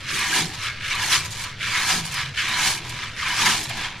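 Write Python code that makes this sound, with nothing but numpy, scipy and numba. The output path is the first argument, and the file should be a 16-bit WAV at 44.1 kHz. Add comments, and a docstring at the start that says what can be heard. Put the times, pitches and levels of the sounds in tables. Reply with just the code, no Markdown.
"""Small nuts rattle in a mesh strainer, swirled by two hands in five strokes; the strainer sits in a
plastic bowl in a steel sink. Each stroke drags the nuts over the mesh with a falling rasp, tosses them
in a bright clatter and gathers them again while stray nuts tick down. The rattle is a random train of
impacts, filtered by the hollow under the hands, and it excites the modes of strainer and bowl.
The wobbling bowl rings with short low tones, and a low hum, swelling at times, fills the quiet kitchen."""
import sys
import numpy as np
from scipy import signal
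from scipy.fft import rfft, irfft
from scipy.io import wavfile
from scipy.ndimage import uniform_filter1d
from numba import njit

SR = 44100
rng = np.random.default_rng(int(sys.argv[2]) if len(sys.argv) > 2 else 0)


def dump(signal):
    """Clip the signal to [-1, 1] and save it as 16-bit WAV at the path in sys.argv[1]."""
    limited = np.clip(np.atleast_2d(signal).T, -1, 1)
    pcm = np.round(limited * 32767).astype(np.int16)
    wavfile.write(sys.argv[1], SR, pcm)


N = 176400
TIME = np.arange(N) / SR

# Stereo width of the rattle. Each row: frequency in Hz, side level minus mid level in dB.
RATTLE_WIDTH = [(400, 2), (700, -24), (1280, -26.5), (2370, -18), (4380, -4.5), (6300, -3), (8080, 2.2),
                (10500, 4), (13000, 11.5)]


def amp(db):
    """Amplitude ratio of a level in decibels."""
    return 10 ** (np.asarray(db) / 20)


def unit(x):
    """Normalisation of each channel to an rms of 1."""
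    return x / np.sqrt(np.mean(x ** 2, axis=-1, keepdims=True) + 1e-20)


def at_hz(points, hz):
    """Interpolation of a spectrum on a logarithmic frequency axis."""
    frequencies, levels = np.transpose(points)
    return np.interp(np.log(np.maximum(hz, 1)), np.log(frequencies), levels)


def widen(x, side_db):
    """Stereo width: the side of a mid-side pair is scaled against its mid."""
    return np.array([x[0], amp(side_db) * x[1]])


def left_right(x):
    """Sum and difference turn mid and side into left and right."""
    return np.array([x[0] + x[1], x[0] - x[1]])


def band(x, low_hz, high_hz):
    """Butterworth band-pass filter."""
    sos = signal.butter(2, [low_hz, min(high_hz, SR / 2 - 1000)], "band", fs=SR, output="sos")
    return signal.sosfilt(sos, x + 1e-18)


def resonance(x, hz, width_hz):
    """A damped resonator with unity gain at its peak."""
    radius = np.exp(-np.pi * width_hz / SR)
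    feedback = [1, -2 * radius * np.cos(2 * np.pi * hz / SR), radius ** 2]
    return signal.lfilter(np.array([1, 0, -1]) * (1 - radius ** 2) / 2, feedback, x + 1e-18)


def mode(x, hz, t60):
    """A normal mode: its bandwidth is inversely proportional to its decay time."""
    return resonance(x, hz, np.log(1000) / (np.pi * t60))


def dying_noise(t60):
    """Exponentially decaying noise, mid and side each with unit energy."""
    t = TIME[:SR // 2]
    noise = rng.standard_normal((2, len(t))) * np.exp(-np.log(1000) * t / t60)
    return unit(noise) / np.sqrt(len(t))


def swell(peak_s, half_s):
    """A Gaussian envelope whose half-length is its standard deviation."""
    return np.exp(-.5 * ((TIME - peak_s) / half_s) ** 2)


def tone_burst(peak_s, hz, db, half_s, wander_hz):
    """Random frequency modulation of a tone that swells and fades."""
    wander = unit(uniform_filter1d(rng.standard_normal(N), int(SR / wander_hz) + 1))
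    phase = 2 * np.pi * np.cumsum(hz + wander_hz * wander) / SR
    return amp(db) * np.sqrt(2) * swell(peak_s, half_s) * np.sin(phase)


def contacts(per_s, spread_db=2):
    """A Poisson train of uneven impulses whose mean power is independent of their rate."""
    sizes = amp(spread_db * np.minimum(rng.exponential(1, N), 4))
    return (rng.random(N) < per_s / SR) * sizes / np.sqrt(per_s)


def background():
    """Broadband noise makes the kitchen's rumble, narrowband noise its wavering hum."""
    # Spectrum of the rumble. Each row: frequency in Hz, relative spectral density in dB.
    spectrum = [(15, 4.5), (27, -3.5), (42, -16), (62, -3.5), (85, -0.5), (130, -2), (200, -11), (300, -21),
                (550, -16.5), (800, -24), (2000, -15), (6000, -26), (15000, -75)]
    hz = np.arange(N // 2 + 1) * SR / N
    rumble = unit(irfft(rfft(rng.standard_normal((2, N))) * amp(at_hz(spectrum, hz)), N))
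    hum = unit(resonance(rng.standard_normal((2, N + SR)), hz=112, width_hz=25)[:, SR:])
    return widen(amp(-39.5) * rumble + amp(-46.5) * hum, side_db=-36)


def impact_db(hz, rasp_db, clatter_db, rasp_top_hz=2800, clatter_from_hz=9500):
    """Spectral envelope of the impacts: the low bands follow the rasp, the high ones the clatter."""
    # Spectrum of the nut contacts. Each row: frequency in Hz, relative third-octave level in dB.
    spectrum = [(450, -20), (620, -21), (800, -25), (1000, -22.5), (1270, -22), (1650, -14), (2200, -11),
                (3200, -7.5), (4200, -5.5), (5500, -7.5), (7000, -7.5), (9000, -13.5), (11500, -12),
                (14000, -28)]
    bright = np.clip(np.log(hz / rasp_top_hz) / np.log(clatter_from_hz / rasp_top_hz), 0, 1)
    return at_hz(spectrum, hz) + (1 - bright) * rasp_db + bright * clatter_db


def drag_db(hz, contrast_db=4, width_oct=0.21, fall_s=0.14, fade_s=0.075):
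    """A moving spectral peak: the rasp of each drag starts high and sinks as the heap builds up."""
    # Drags over the mesh. Each row: start and end in seconds, first and target peak frequency in Hz.
    drags = [(0.073, 0.334, 2600, 1670), (0.847, 1.06, 3020, 1390), (1.62, 1.91, 3000, 1400),
             (2.377, 2.65, 2930, 1340), (3.21, 3.45, 2160, 1210)]
    gain_db = np.zeros(N)
    for start, end, from_hz, to_hz in drags:
        held = np.clip(np.minimum(TIME - start, end - TIME) / fade_s + 1, 0, 1)
        centre_hz = to_hz + (from_hz - to_hz) * np.exp(-np.maximum(TIME - start, 0) / fall_s)
        peak = np.exp(-.5 * (np.log2(hz / centre_hz) / width_oct) ** 2)
        gain_db += held * contrast_db * (peak - .5) * (hz < 2 * from_hz)
    return gain_db


def nuts(rasp_db, clatter_db, per_s=2400, colour_db=2, skitter_db=-4.5, skitter_t60=0.057):
    """Shot noise: nuts strike the mesh and each other, more often with more effort."""
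    clicks = contacts(per_s * amp(.8 * (rasp_db - rasp_db.mean())))
    decay = np.exp(-2 * np.log(1000) / (skitter_t60 * SR))
    out = np.zeros((2, N))
    for hz in 400 * 2 ** (np.arange(16) / 3):  # third-octave bands
        # Each contact has its own colour and direction, and scatters briefly in heap and sink.
        hits = clicks * amp(colour_db * np.clip(rng.standard_normal(N), -2, 2))
        skitter = amp(skitter_db) * np.sqrt(signal.lfilter([1 - decay], [1, -decay], hits ** 2 + 1e-18))
        drive = hits * rng.choice([-1, 1], (2, N)) + skitter * rng.standard_normal((2, N))
        grains = unit(band(drive, hz / 2 ** (1 / 6), hz * 2 ** (1 / 6)))
        level_db = impact_db(hz, rasp_db, clatter_db) + drag_db(hz)
        out += widen(grains * amp(level_db), at_hz(RATTLE_WIDTH, hz))
    return out


def shell_pings(rasp_db, clatter_db, count=40, low_hz=1801, high_hz=11040, gain_db=-5):
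    """Free vibration: hard shells ring briefly when struck, each at its own natural frequency."""
    clicks = contacts(per_s=370) * rng.choice([-1, 1], (2, N))
    struck_shell = rng.integers(0, count, N)
    out = np.zeros((2, N))
    for shell, hz in enumerate(np.geomspace(low_hz, high_hz, count)):
        rings = unit(mode(clicks * (struck_shell == shell), hz, t60=0.074))
        out += widen(rings * amp(impact_db(hz, rasp_db, clatter_db)), at_hz(RATTLE_WIDTH, hz))
    third_octaves_per_shell = 3 * np.log2(high_hz / low_hz) / count
    return out * amp(gain_db) * np.sqrt(third_octaves_per_shell)


@njit
def moving_highpass(x, step, damping):
    """A two-pole state-variable high-pass filter with a moving resonance."""
    out, low, mid = np.zeros(len(x)), 0.0, 0.0
    for i in range(len(x)):
        low += step[i] * mid
        out[i] = x[i] - low - damping * mid
        mid += step[i] * out[i]
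    return out


def hollow(x, q=3.4, skirt_ratio=0.76):
    """Cavity resonance: the hollow between hands and heap rings and passes little below its pitch."""
    # The hollow is small and high as a stroke starts, deep at the toss.
    # Each row: time in seconds, resonance in Hz.
    tuning = [(0, 1030), (.07, 1320), (.2, 1060), (.38, 840), (.52, 800), (.65, 1230), (.78, 1250),
              (.86, 1320), (.95, 990), (1.08, 880), (1.16, 1050), (1.33, 910), (1.47, 1050), (1.61, 1460),
              (1.7, 1080), (1.8, 1015), (1.97, 800), (2.15, 1010), (2.3, 1110), (2.38, 1440), (2.47, 1040),
              (2.65, 864), (2.88, 880), (3.02, 1070), (3.19, 1300), (3.26, 980), (3.34, 960), (3.5, 926),
              (3.7, 780), (3.85, 910)]
    step = 2 * np.sin(np.pi * np.interp(TIME, *np.transpose(tuning)) / SR)
    ringing = [moving_highpass(channel, step, 1 / q) for channel in x]
    return np.array([moving_highpass(channel, step * skirt_ratio, 1.0) for channel in ringing])


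def rim(rattle):
    """Forced vibration: the contacts drive the modes of bowl and strainer."""
    # Modes of bowl and strainer. Each row: frequency in Hz, gain in dB, 60 dB decay time in seconds.
    modes = [(766.5, 2, 0.1), (991, 5.5, 0.17), (986, -16, 0.22), (1162, -1.5, 0.073), (1298, 8.5, 0.32),
             (1640, 7, 0.12), (1740, -5.5, 0.03), (2165, 4.5, 0.18), (2307, -2, 0.02), (2870, -27, 0.1),
             (2980, -6, 0.06)]
    return sum(amp(db) * mode(rattle, hz, t60) for hz, db, t60 in modes)


def kitchen(x, tail_db=-18.5):
    """Reverberation: the room's diffuse reflections add a short faint tail."""
    return x + amp(tail_db) * signal.fftconvolve(x, dying_noise(t60=0.43), axes=1)[:, :N]


def bowl_thuds(rasp_db, knocking_db=-27):
    """Impact excitation: the moving heap knocks the bowl's low modes, hardest when it lands."""
    # Modes of bowl and sink. Each row: frequency in Hz, relative level in dB, 60 dB decay in seconds.
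    modes = [(155, -2, .22), (194.4, -2, 0.033), (219.2, -3.5, 0.27), (312.5, -1, 0.11), (349, -6.5, 0.064),
             (384, -12, 0.16)]
    # Landings of the heap. Each row: peak time in seconds, level in dB, half-length in seconds.
    landings = [(0.156, -36.5, 0.031), (0.406, -34, 0.062), (1.066, -43, 0.027), (1.177, -44.5, 0.063),
                (1.955, -38, 0.049), (2.666, -41.5, .04), (2.823, -47, 0.18), (3.47, -35, 0.049),
                (3.595, -41, 0.054), (3.787, -41, 0.034)]
    knocks = np.array([contacts(per_s=500) for _ in range(2)])
    ringing = sum(amp(db) * unit(mode(knocks, hz, t60)) for hz, db, t60 in modes)
    body = unit(band(ringing, low_hz=128, high_hz=426))
    knocking_power = amp(rasp_db + knocking_db) ** 2
    landing_power = sum((amp(db) * swell(peak_s, half_s)) ** 2 for peak_s, db, half_s in landings)
    return widen(body * np.sqrt(knocking_power + landing_power), side_db=-15.5)


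def stray_nuts(gain_db=-11):
    """Impact transients: single nuts land, each with a short bright crack."""
    # Falling nuts. Each row: start in seconds, relative level of the attack in dB.
    ticks = [(0.1905, -14.5), (0.5374, -29), (0.9504, -20), (1.0276, -23), (1.255, -29), (1.3064, -25),
             (1.4147, -22), (2.0534, -42), (2.1201, -19), (2.1404, -16.5), (2.376, -29), (2.4872, -18.5),
             (2.894, -21.5), (3.2837, -19), (3.638, -18), (3.693, -21), (3.7715, -25)]
    out = np.zeros((2, N + SR))
    for start, db in ticks:
        crack = band(dying_noise(t60=0.063), low_hz=2380, high_hz=10200)
        attack_rms = crack[0, :SR // 500].std()  # first 2 ms
        i = int(start * SR)
        out[:, i:i + crack.shape[1]] += amp(db + gain_db) * crack / attack_rms
    return widen(out[:, :N], side_db=-8.5)


def mesh_catches():
    """Stick-slip friction: a nut catches on the mesh and chirps for a few milliseconds."""
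    # Chirps. Each row: peak time in seconds, frequency in Hz, relative level in dB.
    chirps = [(0.333, 1650, -18.5), (.918, 2380, -20), (.95, 1030, -26.5), (1.035, 1780, -22),
              (3.231, 1220, -23.5), (3.264, 1020, -27.5), (3.331, 940, -28), (3.401, 1140, -22),
              (3.438, 1020, -23), (3.468, 2070, -18), (3.503, 1700, -21)]
    return sum(tone_burst(peak_s, hz, db, half_s=0.0044, wander_hz=90) for peak_s, hz, db in chirps)


def low_swells():
    """Short low tone bursts: the hum swells near 112 Hz and the wobbling bowl rings near 155 Hz."""
    # Low tones. Each row: peak time in seconds, frequency in Hz, level in dB, half-length in seconds.
    tones = [(0.449, 158, -32, 0.024), (0.698, 115, -39.5, 0.019), (0.866, 80, -48, 0.028),
             (0.967, 108, -39.5, .03), (1.214, 155, -41.5, 0.051), (1.285, 105, -41.5, 0.074),
             (1.484, 156, -47, .04), (2.01, 154, -36, 0.064), (2.224, 145, -44.5, 0.15),
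             (2.292, 122, -36, 0.043), (2.902, 112, -37.5, 0.042), (3.41, 112, -40, 0.063),
             (3.71, 116, -39.5, 0.036)]
    return sum(tone_burst(peak_s, hz, db, half_s, wander_hz=8.92) for peak_s, hz, db, half_s in tones)


def scene():
    """Superposition: the rattle sits a little to the right and the low sounds are centred."""
    # Effort of the five strokes. Each row: time in seconds, relative rasp and clatter levels in dB.
    strokes = [(0.0, -37.5, -47), (0.049, -35, -48), (0.105, -24.5, -32), (0.152, -25, -27),
               (0.223, -20.5, -29.5), (0.303, -24, -27), (0.351, -17.5, -20), (0.392, -19, -21),
               (0.481, -34, -36.5), (0.527, -34, -43), (0.542, -31, -35.7), (0.565, -35, -43),
               (0.647, -26, -33.0), (0.677, -24.5, -36), (0.717, -34, -47), (0.79, -35, -56),
               (0.847, -28.5, -40), (0.88, -27.3, -34.0), (0.92, -22, -34), (0.966, -24, -38),
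               (1.038, -22.5, -25.5), (1.078, -23.5, -25), (1.099, -23.5, -24.5), (1.124, -16, -18.5),
               (1.157, -16.5, -19), (1.195, -26.5, -29), (1.238, -33.5, -37), (1.253, -28.5, -28.5),
               (1.293, -37, -45), (1.317, -35, -27), (1.339, -33.4, -35.5), (1.445, -28, -29.5),
               (1.461, -28.5, -41), (1.501, -35.5, -45), (1.556, -41.5, -62), (1.59, -40.5, -53),
               (1.622, -26, -37), (1.79, -19.5, -28), (1.862, -22.5, -26), (1.901, -16, -20.5),
               (1.986, -26, -25.5), (2.035, -34, -41), (2.059, -31, -27.5), (2.098, -33, -37),
               (2.194, -21, -33), (2.33, -41.5, -55), (2.389, -23, -31.5), (2.466, -22, -35),
               (2.562, -20.5, -31), (2.61, -19.5, -24), (2.673, -18.0, -18.5), (2.778, -31.5, -30),
               (2.81, -34.4, -52), (2.889, -33, -37.4), (2.952, -32, -42.5), (3.031, -27, -42),
               (3.136, -39, -51), (3.193, -28.5, -39.5), (3.272, -21.5, -36), (3.344, -22.5, -31),
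               (3.425, -16.5, -22.5), (3.446, -21, -23.5), (3.462, -14, -19), (3.519, -18.5, -22),
               (3.64, -33, -30.5), (3.662, -28.5, -35), (3.68, -34.5, -37), (3.706, -27.5, -42),
               (3.728, -30.5, -40.7), (3.841, -24, -36.5), (3.969, -37, -59), (3.999, -41, -47.3)]
    # Fingers dig into the heap with a sudden crunch. Each row: start in seconds, extra rasp in dB.
    digs = [(0.833, 2), (1.606, 2), (2.374, 3.5), (3.697, 3.5), (3.769, 2)]
    dig_decay_s, rattle_db, left_db, right_db = .018, -3, -2.17, -1.73
    times, *levels = np.transpose(strokes)
    rasp_db, clatter_db = [np.interp(TIME, times, level) for level in levels]
    for start, db in digs:
        rasp_db += db * (TIME >= start) * np.exp(-np.abs(TIME - start) / dig_decay_s)
    impacts = nuts(rasp_db, clatter_db) + shell_pings(rasp_db, clatter_db)
    rattle = hollow(impacts) * amp(rattle_db) + stray_nuts()
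    strainer = left_right(kitchen(rattle + rim(rattle))) + mesh_catches()
    lows = left_right(bowl_thuds(rasp_db) + background()) + low_swells()
    return strainer * amp([[left_db], [right_db]]) + lows


def record(dry, stop_hz=15300):
    """Band limiting: a steep low-pass filter removes the highest treble."""
    return signal.sosfilt(signal.cheby2(12, 70, stop_hz, fs=SR, output="sos"), dry)


dry = scene()
out = record(dry)
dump(out)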